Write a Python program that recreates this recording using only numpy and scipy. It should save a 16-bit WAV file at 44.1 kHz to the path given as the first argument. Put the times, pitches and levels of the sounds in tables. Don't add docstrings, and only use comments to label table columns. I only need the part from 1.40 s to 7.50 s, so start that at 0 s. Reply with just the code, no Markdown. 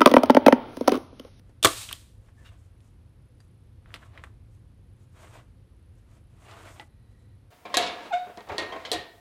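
import sys
import numpy as np
from scipy import signal
from scipy.fft import rfft, irfft
from scipy.io import wavfile

SR = 44100
rng = np.random.default_rng(int(sys.argv[2]) if len(sys.argv) > 2 else 0)


def store_pcm(level_fs):
    pcm = np.round(np.clip(level_fs, -1, 1) * 32767).astype(np.int16)
    wavfile.write(sys.argv[1], SR, np.atleast_2d(pcm).T)


def gain_from_db(level_db):
    decades = np.asarray(level_db, float) / 20
    return 10 ** decades


N = 269230


def rms_one(x):
    return x / np.sqrt(np.mean(x ** 2) + 1e-20)


def peak_one(x):
    return x / abs(x).max()


def add(out, start_s, x):
    i = round(start_s * SR)
    out[i:i + len(x)] += x[:N - i]


def in_time(rows, column, outside):
    rows = np.array(rows)
    return np.interp(np.arange(N) / SR, rows[:, 0], rows[:, column], outside, outside)


def swells(rows, column, rise_db_per_s, fall_db_per_s):
    t = np.arange(N) / SR
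    power = 0
    for row in rows:
        start, hold = row[:2]
        rise = rise_db_per_s * np.maximum(start - t, 0)
        fall = fall_db_per_s * np.maximum(t - start - hold, 0)
        power = power + gain_from_db(row[column] - rise - fall) ** 2
    return np.sqrt(power)


def drift(rate_hz):
    r = np.exp(-2 * np.pi * rate_hz / SR)
    wander = signal.lfilter([1], [1, -2 * r, r * r], rng.standard_normal(N + SR))
    return rms_one(wander[SR:])


def coloured(points, source):
    hz, db = np.transpose(points)
    grid = np.maximum(np.arange(N // 2 + 1) * SR / N, 1)
    gain = gain_from_db(np.interp(np.log(grid), np.log(hz), db))
    return rms_one(irfft(rfft(source) * gain, N))


def ring(x, hz, t60):
    r, w = gain_from_db(-60 / (t60 * SR)), 2 * np.pi * hz / SR
    return signal.lfilter([0, np.sin(w)], [1, -2 * r * np.cos(w), r * r], x + 1e-18)


def resonance(x, hz, width):
    r = np.exp(-np.pi * width / SR)
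    poles = [1, -2 * r * np.cos(2 * np.pi * hz / SR), r * r]
    return signal.lfilter([(1 - r * r) / 2, 0, (r * r - 1) / 2], poles, x)


def burst(t60, rise):
    t = np.arange(SR // 4) / SR
    return rng.standard_normal(len(t)) * (1 - np.exp(-t / rise)) * gain_from_db(-60 * t / t60)


def grains(per_s, spread_db, clump_db):
    sizes = gain_from_db(spread_db * np.minimum(rng.exponential(1, N), 3)) * rng.choice([-1, 1], N)
    chance = per_s * gain_from_db(clump_db * drift(40)) / SR
    return sizes * (rng.random(N) < chance)


# (frequency [Hz], density [dB per Hz])
ROOM_TONE_COLOUR = [(18, -32), (30, -3.5), (49, -3), (71, -2.5), (104, 1), (124, -3.5), (145, -12),
                    (319, -20.5), (432, -26.5), (529, -24), (571, -31.5), (4140, -44.5), (7630, -54.5),
                    (10300, -47.5), (12500, -52), (13200, -68)]
# (time [s], level [dB])
RUMBLE_LEVEL = [(0, 1), (2, 0), (3, 2.5), (3.7, 0), (6.1, 0)]
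# (start [s], end [s], frequency [Hz], width [Hz], level [dB])
WHINES = [(0.98, 1.03, 1760, 150, -69.5), (3.83, 3.92, 8240, 150, -81), (5.06, 5.103, 2800, 150, -67.5),
          (5.45, 5.95, 1910, 150, -83), (5.45, 5.949, 3980, 200, -86)]
ROOM_TONE_DB = -52


def room_tone():
    tone = gain_from_db(ROOM_TONE_DB) * coloured(ROOM_TONE_COLOUR, rng.standard_normal(N))
    rumble = signal.sosfiltfilt(signal.butter(2, 250, fs=SR, output="sos"), tone)
    tone += rumble * (gain_from_db(in_time(RUMBLE_LEVEL, 1, 0)) - 1)
    for start, end, hz, width, db in WHINES:
        fade = np.interp(np.arange(N) / SR, [start - 0.015, start, end, end + 0.02], [0, 1, 1, 0])
        flicker = gain_from_db(db + 1.6 * drift(6.3))
        narrow = resonance(resonance(rng.standard_normal(N), hz, width), hz, width)
        tone += fade * flicker * rms_one(narrow)
    return tone


INSECT = 10252.5, 901, 31.5, -88.5


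def insect():
    hz, width, per_s, db = INSECT
    phase = np.pi * per_s * np.arange(N) / SR + 0.28 * drift(1.475)
    puffs = np.sin(phase) ** 8 * gain_from_db(2.7 * drift(2.7))
    chirr = resonance(resonance(puffs * rng.standard_normal(N), hz, width), hz, width)
    return gain_from_db(db) * rms_one(chirr)


# (frequency [Hz], density [dB per Hz])
RUSTLE_BODY = [(180, -15), (330, 2), (520, -2.5), (670, 4.5), (800, -2), (1050, 1), (1700, -4.5),
               (3500, -10.5), (5000, -20), (8000, -35.5)]
RUSTLE_TREBLE = [(2500, -24), (4500, -7.5), (6800, -1), (8300, -2), (11000, -8), (13000, -12), (15500, -16)]
# (hold start [s], hold [s], body level [dB], treble level [dB])
BRUSHES = [(.09, 0.015, -72.5, -85.5), (.86, 0.029, -71, -78.5), (1.0, 0.052, -69.5, -74.5),
           (1.055, .045, -70, -76), (1.125, .02, -65, -78), (1.19, 0.071, -78, -77.5),
           (1.44, 0.036, -76, -77), (2.01, .03, -81, -82), (2.48, 0.044, -65, -87), (2.55, 0.016, -58, -70),
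           (2.625, 0.032, -60, -71.5), (2.75, 0.038, -58, -81), (2.84, 0.025, -63.5, -75),
           (3.13, .02, -93, -78), (3.61, 0.029, -74.5, -78.5), (4.58, .01, -75, -79),
           (4.71, 0.064, -68, -77), (5.71, .01, -81, -85), (5.81, .01, -78, -80)]
# (time [s], body level [dB], treble level [dB])
SLIDES = [
    [(3.7, -86, -88), (3.76, -62.5, -73), (3.8, -56.5, -64.5), (3.845, -53, -66), (3.89, -59.5, -68.5),
     (3.95, -53.5, -67), (4.0, -55.5, -70.5), (4.05, -74, -83), (4.12, -88, -90)],
    [(4.9, -79, -86), (4.98, -68, -78), (5.04, -57.5, -67.5), (5.1, -51, -67), (5.22, -51, -65),
     (5.28, -47.5, -61), (5.33, -58, -62), (5.38, -56.5, -65), (5.43, -55.5, -69), (5.48, -96, -80)],
]
BRUSH_RISE_DB_PER_S, BRUSH_FALL_DB_PER_S = 253, 250


def rustle():
    body = coloured(RUSTLE_BODY, grains(5000, 2.9, 2.5))
    treble = coloured(RUSTLE_TREBLE, grains(12000, 2.5, 3.0))
    out = np.zeros(N)
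    for k, layer in enumerate([body, treble]):
        gain = swells(BRUSHES, k + 2, BRUSH_RISE_DB_PER_S, BRUSH_FALL_DB_PER_S)
        for slide in SLIDES:
            gain = gain + gain_from_db(in_time(slide, k + 1, -130))
        out += layer * gain
    return out


# (frequency [Hz], gain [dB], t60 [s])
BENCH_MODES = [(295, -14, 0.082), (348.5, -19, 0.14), (404, -14, 0.06), (508, -14.5, 0.074),
               (654, -12, 0.068), (1040.3, -19.5, 0.029), (1130.5, -21.5, 0.081), (1250, -10, 0.04),
               (1440, -22.5, .04), (1610, -19, 0.016)]


def bench(push):
    return sum((-1) ** k * gain_from_db(db) * ring(push, hz, t60) for k, (hz, db, t60) in enumerate(BENCH_MODES))


# (time [s], knock peak [dB], ring [Hz], crack [dB], scuff [dB])
TAPS = [(0.093, -58.5, 423, -16, 7), (.885, -55.5, 1070, -22, 1), (1.405, -55.5, 3015, -3, -10),
        (2.003, -50.5, 1390, -2.5, -6), (2.459, -43, 1710, -25, -12), (2.505, -45, 1500, -23, -9),
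        (2.518, -45, 1610, -22, -12), (2.541, -24, 2660, -12, -6.5), (2.558, -39, 2150, -13, 2.5),
        (2.62, -48.5, 1500, -20, -6), (2.628, -42, 1370, -18, -7.5), (2.634, -43, 1430, -19, -9.5),
        (2.7758, -31.5, 1780, -20, -9), (2.795, -42, 2160, -24, -23), (2.8379, -29.5, 1550, -13, -5.5),
        (2.871, -47, 1123, -20, -10), (5.111, -39.5, 3200, -22, -6.5), (5.3973, -28, 2820, -24, -17),
        (5.412, -41, 2100, -8, -4), (5.421, -48, 2000, -17, -7)]
# (time [s], frequency [Hz], level [dB], t60 [s])
PINGS = [(2.003, 4740, -57.5, 0.049), (5.397, 852, -37.5, 0.066), (5.397, 1970, -40.5, 0.073),
         (5.412, 1987, -47, 0.083)]
SCUFF_T60_S = 0.045


def taps():
    out, push, click = np.zeros(N), np.zeros(N), signal.unit_impulse(SR // 4)
    thin = signal.butter(3, [2500, 10000], "band", fs=SR, output="sos")
    for s, db, hz, crack_db, scuff_db in TAPS:
        soft = signal.butter(6, 1.35 * hz, fs=SR, output="sos")
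        knock = peak_one(signal.sosfilt(soft, resonance(click, hz, 0.65 * hz)))
        noise = burst(SCUFF_T60_S, rise=0.00042)
        dull = signal.butter(3, [0.39 * hz, 1.9 * hz], "band", fs=SR, output="sos")
        scuff = peak_one(signal.sosfilt(dull, noise))
        thin_scuff = peak_one(signal.sosfilt(thin, noise))
        crack = peak_one(signal.sosfilt(thin, click)) + gain_from_db(scuff_db + 3.5) * thin_scuff
        add(out, s, gain_from_db(db) * (knock + gain_from_db(scuff_db) * scuff + gain_from_db(crack_db) * crack))
        add(push, s, gain_from_db(db - 11.5) * click)
    for s, hz, db, t60 in PINGS:
        add(out, s, gain_from_db(db) * ring(click, hz, t60))
    soft_push = signal.lfilter([0.1], [1, -0.9], push)
    return out + bench(soft_push)


# (time [s], level [dB])
AIR_LEVEL = [(.226, -73), (.229, -34), (.244, -38.5), (.256, -27.5), (.29, -34), (.34, -39.5), (.43, -40.5),
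             (.485, -48.5), (.55, -51), (.85, -87.5)]
# (frequency [Hz], density [dB per Hz])
AIR_COLOUR = [(290, -37.5), (500, -10), (758, -12), (1170, -7), (1510, -9), (3680, -1), (5430, -6),
              (8600, -3.5), (15500, -17)]


def air():
    level_db = in_time(AIR_LEVEL, 1, -130) + 0.83 * drift(40)
    return gain_from_db(level_db) * coloured(AIR_COLOUR, rng.standard_normal(N))


# (time [s], clatter [dB], push into the bench [dB], ring of the part struck [Hz], ring level [dB])
SHOT = [(0.2274, -8, -26.5, 3500, -21), (0.2367, -9, -28.5, 3295, -18.5), (0.2458, 5.5, -2.5, 1250, -7),
        (0.251, 2.5, -9.5, 1197, -6), (0.2553, -5.5, -15, 1730, -11), (0.261, -17, -21.5, 925, -17.5),
        (0.27, -11, -13, 4027, -22)]
# (time [s], clatter [dB], ring of the part struck [Hz], ring level [dB])
TRIGGER = [(.489, -26, 3200, -29), (0.4939, -27.5, 3200, -33.5), (0.511, -20, 1155, -33.5),
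           (0.5267, -40, 13340, -26.5), (0.5275, -33, 9050, -23), (0.5277, -34, 3130, -23.5),
           (.532, -28, 3250, -35.5)]
# (frequency [Hz], width [Hz], gain [dB])
STEEL = [(2641, 580, 1), (3500, 600, 3), (4280, 300, 2.5), (5760, 600, -1.5), (7202, 800, -1.5),
         (8700, 1100, -2.5), (11100, 1500, -8.5), (15000, 920, -10)]
# (frequency [Hz], width [Hz], relative gain [dB])
RATTLE = [(1500, 1100, -7), (2800, 140, -0.5), (3670, 200, -3)]
# (hold start [s], hold [s], level [dB])
CHATTER = [(.49, 0.023, -49.5), (.513, 0.014, -46), (1.05, 0.044, -60.5), (1.06, 0.017, -57)]
CHATTER_RISE_DB_PER_S, CHATTER_FALL_DB_PER_S = 2000, 1500
SHOT_T60_S, TRIGGER_T60_S, TRIGGER_PUSH_DB = 0.018, 0.0073, -45.5
THUD_HZ, THUD_DB, THUD_T60_S, THUD_PUSH_S = 106, -11.5, 0.19, 0.011


def gun():
    clatter, part, push = np.zeros((3, N))
    blows = [(*row, SHOT_T60_S) for row in SHOT]
    blows += [(s, db, TRIGGER_PUSH_DB, hz, ring_db, TRIGGER_T60_S) for s, db, hz, ring_db in TRIGGER]
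    for s, db, push_db, hz, ring_db, t60 in blows:
        add(clatter, s, gain_from_db(db) * burst(t60, rise=0.001))
        width = 0.35 * hz
        struck = resonance(resonance(burst(t60, rise=0.00032), hz, width), hz, width)
        add(part, s, gain_from_db(ring_db) * peak_one(struck))
        add(push, s, gain_from_db(push_db) * np.hanning(13) / 6)
    steel = sum((-1) ** k * gain_from_db(db) * resonance(clatter, hz, width) for k, (hz, width, db) in enumerate(STEEL))
    slow = np.hanning(round(THUD_PUSH_S * SR))
    slow_push = np.convolve(push, slow / slow.sum())[:N]
    thud = gain_from_db(THUD_DB) * ring(slow_push, THUD_HZ, THUD_T60_S)
    rattle = sum(gain_from_db(db) * resonance(grains(1500, 3.8, 2.3), hz, width) for hz, width, db in RATTLE)
    shake = swells(CHATTER, 2, CHATTER_RISE_DB_PER_S, CHATTER_FALL_DB_PER_S)
    return steel + part + bench(push) + thud + shake * rms_one(rattle)


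ROOM_T60_S, ROOM_DB, WALL_CUT_HZ = 0.24, -20.5, 2300


def room(x):
    t = np.arange(SR // 2) / SR
    tail = rng.standard_normal(len(t)) * gain_from_db(-60 * t / ROOM_T60_S) * (t > 0.004)
    tail = signal.sosfilt(signal.butter(1, WALL_CUT_HZ, fs=SR, output="sos"), tail)
    tail = tail / np.sqrt(np.sum(tail ** 2))
    return gain_from_db(ROOM_DB) * signal.fftconvolve(x, tail)[:N]


def scene():
    near = rustle() + taps() + air() + gun()
    near = signal.sosfilt(signal.butter(3, 75, "high", fs=SR, output="sos"), near)
    return (near + room(near) + room_tone() + insect())[None]


def low_pass(x):
    return signal.sosfilt(signal.butter(12, 15940, fs=SR, output="sos"), x)


MIC_PEAK_HZ, MIC_PEAK_WIDTH_HZ, MIC_PEAK_DB = 8400, 340, -7
TOP_HZ = 15950


def record(dry):
    mic = signal.sosfilt(signal.butter(4, 36, "high", fs=SR, output="sos"), dry)
    mic = mic + gain_from_db(MIC_PEAK_DB) * resonance(mic, MIC_PEAK_HZ, MIC_PEAK_WIDTH_HZ)
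    rounded = 1.2 * np.tanh(mic / 1.2)
    mix = signal.sosfilt(signal.cheby2(22, 75, TOP_HZ, fs=SR, output="sos"), rounded)
    return low_pass(mix)


dry = scene()
out = record(dry)
store_pcm(out)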